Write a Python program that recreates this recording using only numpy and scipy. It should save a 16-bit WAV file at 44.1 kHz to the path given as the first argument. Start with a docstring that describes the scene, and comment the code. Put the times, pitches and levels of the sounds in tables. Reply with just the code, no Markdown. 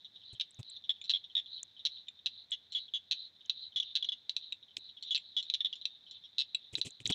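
"""Cricket frogs click like pebbles round a still lake at dusk; others answer and rattle from farther off.
Each click is a short run of larynx pulses ringing in the vocal sac, echoed and scattered by the bank.
Right at the phone, wet hands unhook a small fish: sticky ticks, rubs and soft bumps.
Behind it all lie a grainy far chorus, a low evening rumble and a faint hiss."""
import sys
import numpy as np
from scipy import signal
from scipy.fft import rfft, irfft, next_fast_len
from scipy.io import wavfile

SR = 44100
rng = np.random.default_rng(int(sys.argv[2]) if len(sys.argv) > 2 else 0)


def store_pcm(level_fs):
    """Save levels as 16-bit WAV."""
    pcm = np.round(np.clip(level_fs, -1, 1) * 32767).astype(np.int16)
    wavfile.write(sys.argv[1], SR, np.atleast_2d(pcm).T)


N = 314874


def from_db(db):
    return 10 ** (np.asarray(db) / 20)


def rms_one(x):
    return x / np.sqrt(np.mean(x ** 2) + 1e-20)


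def butter(x, order, hz, kind):
    return signal.sosfilt(signal.butter(order, hz, kind, fs=SR, output="sos"), x)


def gains(spectrum, size, pitch=1):
    """Rows of f/Hz, gain/dB on the FFT grid; down 14 dB an octave past either end."""
    hz, db = np.transpose(spectrum)
    octave = np.log2(np.maximum(np.fft.rfftfreq(size, 1 / SR), 1) / pitch)
    points = np.log2(hz)
    outside = np.abs(octave - np.clip(octave, points[0], points[-1]))
    return from_db(np.interp(octave, points, db) - 14 * np.minimum(outside, 1))


def colour(x, spectrum, pitch=1):
    """Filter by a spectrum; rms 1."""
    size = next_fast_len(len(x))
    return rms_one(irfft(rfft(x, size) * gains(spectrum, size, pitch), size)[:len(x)])


def add(out, start_s, sound):
    at = int(np.clip(round(start_s * SR), 0, len(out)))
    out[at:at + len(sound)] += sound[:len(out) - at]


def noise_burst(size, decay_ms):
    age = np.arange(size) / SR * 1000 / decay_ms
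    return rng.standard_normal(size) * np.sqrt(age) * np.exp(-age)


def scatter(x, t60_s=.086, build_s=.00087):
    """Dense reflections from reeds and trees build up and die away; unit-energy response."""
    t = np.arange(int(t60_s * SR)) / SR
    build_up = 1 - np.exp(-(t / build_s) ** 2)
    tail = rng.standard_normal(len(t)) * from_db(-60 * t / t60_s) * build_up
    return signal.fftconvolve(x, tail / np.linalg.norm(tail))[:N]


# evening rumble: f/Hz, gain/dB
RUMBLE_SPECTRUM = [(25, -29.5), (45, -27), (70, -4), (92, 3), (125, -6), (180, -3), (300, -7.5), (550, -11),
                   (900, -11), (1300, -19.5), (1900, -29.5)]
# microphone hiss: f/Hz, gain/dB
HISS_SPECTRUM = [(900, -13), (1600, 4), (2500, 3), (6000, -4.5), (9000, -18), (13500, -17.5), (15200, -18)]


def still_air(rumble_db=-78.5, hiss_db=-79):
    """Low outdoor rumble and faint hiss."""
    rumble = colour(rng.standard_normal(N), RUMBLE_SPECTRUM)
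    hiss = colour(rng.standard_normal(N), HISS_SPECTRUM)
    return from_db(rumble_db) * rumble + from_db(hiss_db) * hiss


# loudness of the farthest frogs: t/s, level/dB
CHORUS_LEVELS = [(0, -58.5), (1.751, -59), (2.3, -61.5), (3.999, -57.5), (4.6, -62), (5.651, -52),
                 (5.998, -58.5), (7.14, -58)]
# their vocal sacs: f/Hz, gain/dB
CHORUS_SPECTRUM = [(1800, -36.5), (2550, -35), (3150, -6.5), (3800, 5), (4300, -7), (4900, -25),
                   (5800, -30), (7500, -41.5), (10000, -56)]


def far_chorus(gain_db=-5, pulses_per_s=600):
    """Pulses of the farthest frogs merge into a grainy shimmer."""
    pulses = (rng.random(N) < pulses_per_s / SR) * rng.standard_normal(N)
    level_db = np.interp(np.arange(N) / SR, *np.transpose(CHORUS_LEVELS))
    return from_db(level_db + gain_db) * colour(pulses + scatter(pulses), CHORUS_SPECTRUM)


# hand on the phone: t/s, length/s, rub level/dB, bump level/dB
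HAND_CONTACTS = [ (.328, .034, -66, -54), (0.588, .036, -60.5, -45), (4.764, 0.036, -56.5, -67),
                 (6.726, 0.038, -55.5, -51), (6.771, 0.043, -50, -55), (6.846, .058, -46.5, -53),
                 (6.998, 0.04, -60.5, -57.5), (7.047, 0.064, -55, -51.5), (7.097, .029, -41, -36), ]
# skin on the case: f/Hz, gain/dB
RUB_SPECTRUM = [(400, 16), (1200, -44), (2500, 20), (5000, 8.5), (7800, 16), (10500, -3), (15500, -23)]
# phone body: f/Hz, gain/dB
BUMP_SPECTRUM = [(25, -19), (60, -5), (105, 8), (170, -6), (240, -10.5), (420, -17.5), (800, -23),
                 (1600, -34.5)]


def hand_brushes(grain_db=7, knock_band_hz=(220, 440), knock_db=-6, firm_rub_db=-43):
    """Skin sticks and slips on the case, which knocks hollowly; the push thuds through the body."""
    out, size = np.zeros(N), SR // 10
    t = np.arange(size) / SR
    for start_s, length_s, rub_db, bump_db in HAND_CONTACTS:
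        slips, grains, push = rng.standard_normal((3, size))
        contact = np.sin(np.pi * np.minimum(t / length_s, 1) ** .52) ** 2
        rub = colour(slips * from_db(grain_db * grains), RUB_SPECTRUM)
        knock = from_db(knock_db) * rms_one(butter(slips, 2, knock_band_hz, "band"))
        pitch = 1 + .4 * from_db(rub_db - firm_rub_db)   # firmer thuds higher
        bump = colour(push, BUMP_SPECTRUM, pitch)
        add(out, start_s, contact * (from_db(rub_db) * (rub + knock) + from_db(bump_db) * bump))
    return out


# wet skin and fins: t/s, peak level/dB, ring f/Hz
STICKY_TICKS = [ (.329, -55, 8670), (.507, -51, 8000), (.545, -50, 6260), (.63, -36.5, 3840),
                (0.699, -42, 7860), (1.63, -31.5, 7160), (2.508, -43, 7640), (3.459, -50.5, 6260),
                (3.831, -48, 6000), (4.7679, -24, 3620), (6.741, -40, 2760), (6.781, -36, 2700),
                (6.867, -37, 3050), (6.906, -41, 7100), (7.002, -39, 2860), (7.0636, -25.5, 3070),
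                (7.0744, -27, 7040), (7.101, -22.5, 3380), ]


def wet_ticks(top_hz=9000, crack_db=-29, broad_db=-22, usual_width_hz=1360, usual_db=-40):
    """A water film parts: a tiny burst rings between skin and fish, with a faint bright crack."""
    out = np.zeros(N)
    for start_s, peak_db, ring_hz in STICKY_TICKS:
        width_hz = usual_width_hz * from_db(.33 * (peak_db - usual_db))   # harder rings broader
        band_hz = [max(ring_hz - width_hz / 2, 300), ring_hz + width_hz / 2]
        burst = butter(noise_burst(SR // 25, decay_ms=1.11), 3, 1800, "high")   # too small for bass
        ring = butter(burst, 2, band_hz, "band")
        crack = from_db(crack_db) * (width_hz / 4000) ** 2 * burst
        tick = butter(ring + from_db(broad_db) * burst, 6, top_hz, "low") + crack
        add(out, start_s, from_db(peak_db) * tick / np.abs(tick).max())
    return out


def wooded_shore(frogs, t60_s=.55, band_hz=(2900, 4600), gain_db=-24):
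    """The trees return a faint, duller tail."""
    return from_db(gain_db) * butter(scatter(frogs, t60_s), 2, band_hz, "band")


PULSE_SAMPLES, SWELL_SAMPLES = 1024, 128


def larynx_buzz():
    """Ragged spectrum of one short, unit-energy buzz."""
    buzz = noise_burst(PULSE_SAMPLES, decay_ms=.99)
    return rfft(buzz / np.linalg.norm(buzz))


def sac_pulse(sac, pitch, buzz, taut=0, width_hz=258, boost_db=6.5, abruptness=.57, rasp=.68, drive=.9):
    """One larynx snap in the sac: a quick swell, then a ring, longer when taut; peak 1."""
    hz = np.fft.rfftfreq(PULSE_SAMPLES, 1 / SR)
    main_hz = pitch * max(sac, key=lambda point: point[1])[0]
    detuning = (hz - main_hz) / (width_hz / 2)
    resonance = from_db(boost_db * taut / (1 + detuning ** 2))
    log_gain = np.log(gains(sac, PULSE_SAMPLES, pitch) * resonance)
    cepstrum = irfft(log_gain)
    cepstrum[PULSE_SAMPLES // 2:] = 0
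    struck_phase = 2 * rfft(cepstrum).imag   # resonator struck all at once
    response = np.exp(log_gain + 1j * abruptness * struck_phase)
    # clean main ring, buzzy overtones
    buzz_share = rasp * np.minimum(np.abs(hz / main_hz - 1) / .5, 1) ** 3
    snap = np.sqrt(1 - buzz_share) + np.sqrt(buzz_share) * buzz
    ring = np.roll(irfft(snap * response), SWELL_SAMPLES) * signal.windows.tukey(PULSE_SAMPLES, .2)
    # a taut sac saturates and holds its swing a few cycles
    swing = np.abs(signal.hilbert(ring))
    ring /= np.sqrt(1 + (drive * taut * swing / swing.max()) ** 2)
    return ring / np.abs(ring).max()


def faint_clicks(clicks_per_s=3, level_db=-48, spread_db=.5):
    """Other far frogs chime in at random, two or three pulses a click."""
    starts_s = np.flatnonzero(rng.random(N) < clicks_per_s / SR) / SR
    levels_db = level_db + spread_db * rng.standard_normal(64)
    pulse_counts = 2 + (rng.random(64) < .5)
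    return across_water("far", click_voice("far", zip(starts_s, levels_db, pulse_counts)))


# steady rattler's effort: t/s, level/dB
RATTLE_LEVELS = [(.2, -45.5), (.62, -41), (1.45, -37.5), (2.2, -43), (3.2, -37), (4.3, -42), (5.2, -48),
                 (6.0, -54.5), (6.8, -50)]
# neighbour's rattles: t/s, level/dB
RATTLE_REPLIES = [(3.809, -37), (5.019, -38), (5.404, -41), (5.851, -46.5), (6.075, -45), (6.576, -47.5)]
# their vocal sacs: f/Hz, gain/dB
RATTLE_SPECTRUM = [(2200, -46.5), (2900, -23.5), (3400, -11.5), (3850, 6.5), (4200, -6.5), (4600, -19),
                   (5050, -41), (5700, -38), (7500, -54.5)]


def rattling_frogs(every_s=.414, gap_s=.0078, uneven_db=2, waver=.022, stumble_s=.0018, direct_db=-2.5):
    """Uneven pulse runs swell and fade, blurred by distance: one steady caller, one shorter and lower."""
    beats_s = np.arange(.207, N / SR, every_s)
    steady = zip(beats_s, np.interp(beats_s, *np.transpose(RATTLE_LEVELS)))
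    out = np.zeros(N)
    for calls, length_s, pitch in [(steady, .18, 1.005), (RATTLE_REPLIES, .13, .96)]:
        for start_s, level_db in calls:
            buzz = larynx_buzz()
            jitter = rng.standard_normal((64, 3))
            for t, (slip, strength, detune) in zip(np.arange(0, length_s, gap_s), jitter):
                gain = np.sin(np.pi * t / length_s) * from_db(level_db + uneven_db * strength)
                ring = sac_pulse(RATTLE_SPECTRUM, pitch * (1 + waver * detune), buzz)
                add(out, start_s + t + stumble_s * slip, gain * ring)
    return from_db(direct_db) * out + scatter(out)


# path per frog: scatter gain/dB, bank echoes as (delay/ms, gain/dB)
BANK_PATHS = { "near": (-7.5, [(2.6, -19.5), (4.4, -32.5)]), "mellow": (-5.5, [(3.2, -6), (6.9, -9)]),
              "deep": (-2, [(2.9, -4.5), (5.3, -5)]), "hollow": (-8, [(2.0, -8), (4.1, -4.5)]),
              "far": (-1.4, [(4.2, -3.5), (6.6, -11)]), "thin": (-1, [(2, -6.5)]), }


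def across_water(frog, voice, reeds_hz=7150):
    """Direct sound, bank echoes, and scatter from reeds that swallow the top overtones."""
    scatter_db, echoes = BANK_PATHS[frog]
    out = voice + from_db(scatter_db) * scatter(butter(voice + 1e-18, 2, reeds_hz, "low"))
    for delay_ms, echo_db in echoes:
        add(out, delay_ms / 1000, from_db(echo_db) * voice)
    return out


# vocal sac per frog: f/Hz, gain/dB
SAC_SPECTRA = { "near": [(1100, -81.5), (1700, -30.5), (2050, -36), (2600, -15.5), (2950, -14), (3350, -6),
               (3900, -3), (4400, -9.5), (5150, -26.5), (5800, -19.5), (7000, -35.5), (7500, -36.5),
               (9800, -55), (11500, -73)], "mellow": [(1200, -63), (1850, -27), (2600, -27.5), (3250, -0.5),
               (3680, 1), (4050, -15), (4500, -37), (5450, -26.5), (6100, -44.5), (7300, -35.5),
               (7900, -67.5), (8500, -47), (9500, -69.5)], "deep": [(1300, -54.5), (2000, -29.5),
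               (2550, -31.5), (3000, -6.5), (3400, -2), (3950, -5.5), (4450, -26), (5600, -28),
               (6900, -30.5), (7900, -52), (8500, -43), (9300, -71)], "hollow": [(1300, -55.5), (2250, -18),
               (2620, -7), (3050, -15), (3330, -5), (3520, -16), (3820, -1.5), (4300, -11), (5200, -38),
               (6100, -31.5), (7000, -40.5), (7500, -16.5), (8200, -38.5), (10000, -55.5)],
               "far": [(1800, -39.5), (2550, -29), (2950, -9.5), (3420, 4.5), (3950, 5.5), (4700, -40.5),
               (5200, -32), (5700, -17.5), (6600, -36.5), (8500, -54)], "thin": [(1400, -40.5),
               (2500, -25.5), (3100, -8), (3550, -3.5), (4150, -2), (4800, -23.5), (5600, -16.5),
               (6500, -29.5), (7400, -17), (8300, -50.5)], }
# habit per frog: usual level/dB, base pulse gap/ms, pitch ratio, last pulse gain/dB, last pulse pitch sag
CLICK_HABITS = { "near": (-18.5, 6.5, 1.0, -4.5, .055), "mellow": (-19.5, 11, 1.02, -8.5, .02),
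                "deep": (-23.5, 8.5, 1.0, -6.5, .02), "hollow": (-24, 6, .99, -5, .03),
                "far": (-40.5, 8.5, 0.99, -5.5, .04), "thin": (-34.5, 5.5, 1.0, -3, .02), }


def click_voice(frog, clicks, colour_spread_db=1.3, pitch_per_db=.007, quickening=.15, low_cut_hz=1380):
    """Pulses quicken through a click; as air runs out the slack sac rings weaker, lower and shorter."""
    usual_db, base_gap_ms, usual_pitch, last_db, last_sag = CLICK_HABITS[frog]
    voice = np.zeros(N)
    for at_s, click_db, pulse_count in clicks:
        buzz = larynx_buzz()
        sac = [(hz, db + rng.normal(0, colour_spread_db)) for hz, db in SAC_SPECTRA[frog]]
        pitch = usual_pitch * (1 + pitch_per_db * (click_db - usual_db))   # a push tightens the sac
        gap_s = base_gap_ms / 1000 * (pulse_count / 4) ** .37   # longer clicks start slower
        for spent in np.linspace(0, 1, pulse_count):
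            pulse_db = click_db + last_db * spent ** 1.9 + rng.normal(0, .29)
            ring = sac_pulse(sac, pitch * (1 - last_sag * spent ** 3), buzz, taut=1 - spent ** 2)
            add(voice, at_s - SWELL_SAMPLES / SR, from_db(pulse_db) * ring)
            at_s += gap_s * (1 - quickening * spent) * (1 + rng.normal(0, .03))
    return butter(voice + 1e-18, 6, low_cut_hz, "high")   # no sound below the clicks' band


# clicks per frog: t/s, level/dB, pulse count
FROG_CLICKS = { "near": [(.3991, -22, 2), (.4107, -18.5, 2), (1.0961, -15.5, 4), (1.8522, -17, 4),
               (2.2604, -17.5, 3), (3.1121, -16.5, 4), (3.4973, -15.5, 2), (3.9541, -16.5, 4),
               (4.2954, -17.5, 1), (4.3661, -17, 1), (5.1478, -16, 4), (5.5003, -18, 1), (5.539, -17.5, 3),
               (5.855, -16.5, 1), (6.3836, -17, 6), (6.7538, -18, 1), (6.8148, -15.5, 1), (7.0569, -19, 1),
               (7.124, -19.5, 1)], "mellow": [(.8944, -19.5, 3), (1.1373, -20.5, 4), (1.3529, -21, 1),
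               (1.3672, -21, 4), (5.6063, -21.5, 2), (5.648, -20, 3)], "deep": [(2.5185, -25, 4),
               (2.75, -25, 5), (2.938, -26, 5), (3.7608, -23, 4), (3.8005, -20.5, 1), (3.826, -30, 2),
               (4.026, -24.5, 1), (4.0454, -26, 1), (4.089, -23, 1), (4.1205, -27.5, 3), (5.1085, -24, 4),
               (5.3667, -22.5, 5), (5.7286, -29, 2), (7.0942, -28, 4), (7.1285, -24, 2)],
               "hollow": [(1.015, -33.5, 1), (2.0843, -31, 1), (4.524, -24, 1), (5.177, -25.5, 1),
               (6.548, -20, 1)], "far": [(.047, -39, 3), (.16, -41.5, 2), (.7653, -35, 1), (.84, -39.5, 3),
               (1.242, -38, 2), (1.46, -40, 2), (1.794, -40, 3), (2.191, -46, 1), (2.882, -44, 2),
               (3.408, -47, 2), (4.628, -44, 1), (4.892, -41, 2), (4.97, -44, 3), (5.073, -37, 3),
               (5.814, -35.5, 2), (6.239, -43.5, 4)], "thin": [(1.041, -37, 4), (2.722, -33, 4),
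               (5.026, -31, 3), (5.4274, -33.5, 2), (5.7557, -39.5, 2), (6.111, -36, 2)], }


def clicking_frogs():
    """Each frog clicks from its own place on the bank."""
    return sum(across_water(frog, click_voice(frog, clicks)) for frog, clicks in FROG_CLICKS.items())


def scene():
    """Evening air, wet hands, frogs and their shore; mono."""
    background = still_air() + far_chorus()
    hands = wet_ticks() + hand_brushes()
    frogs = clicking_frogs() + rattling_frogs()
    return (background + hands + wooded_shore(frogs) + faint_clicks() + frogs)[None]


def record(dry):
    """The phone cuts the top."""
    cutoff_hz = 15600
    return signal.sosfilt(signal.ellip(10, .1, 80, cutoff_hz, fs=SR, output="sos"), dry)


dry = scene()
out = record(dry)
store_pcm(out)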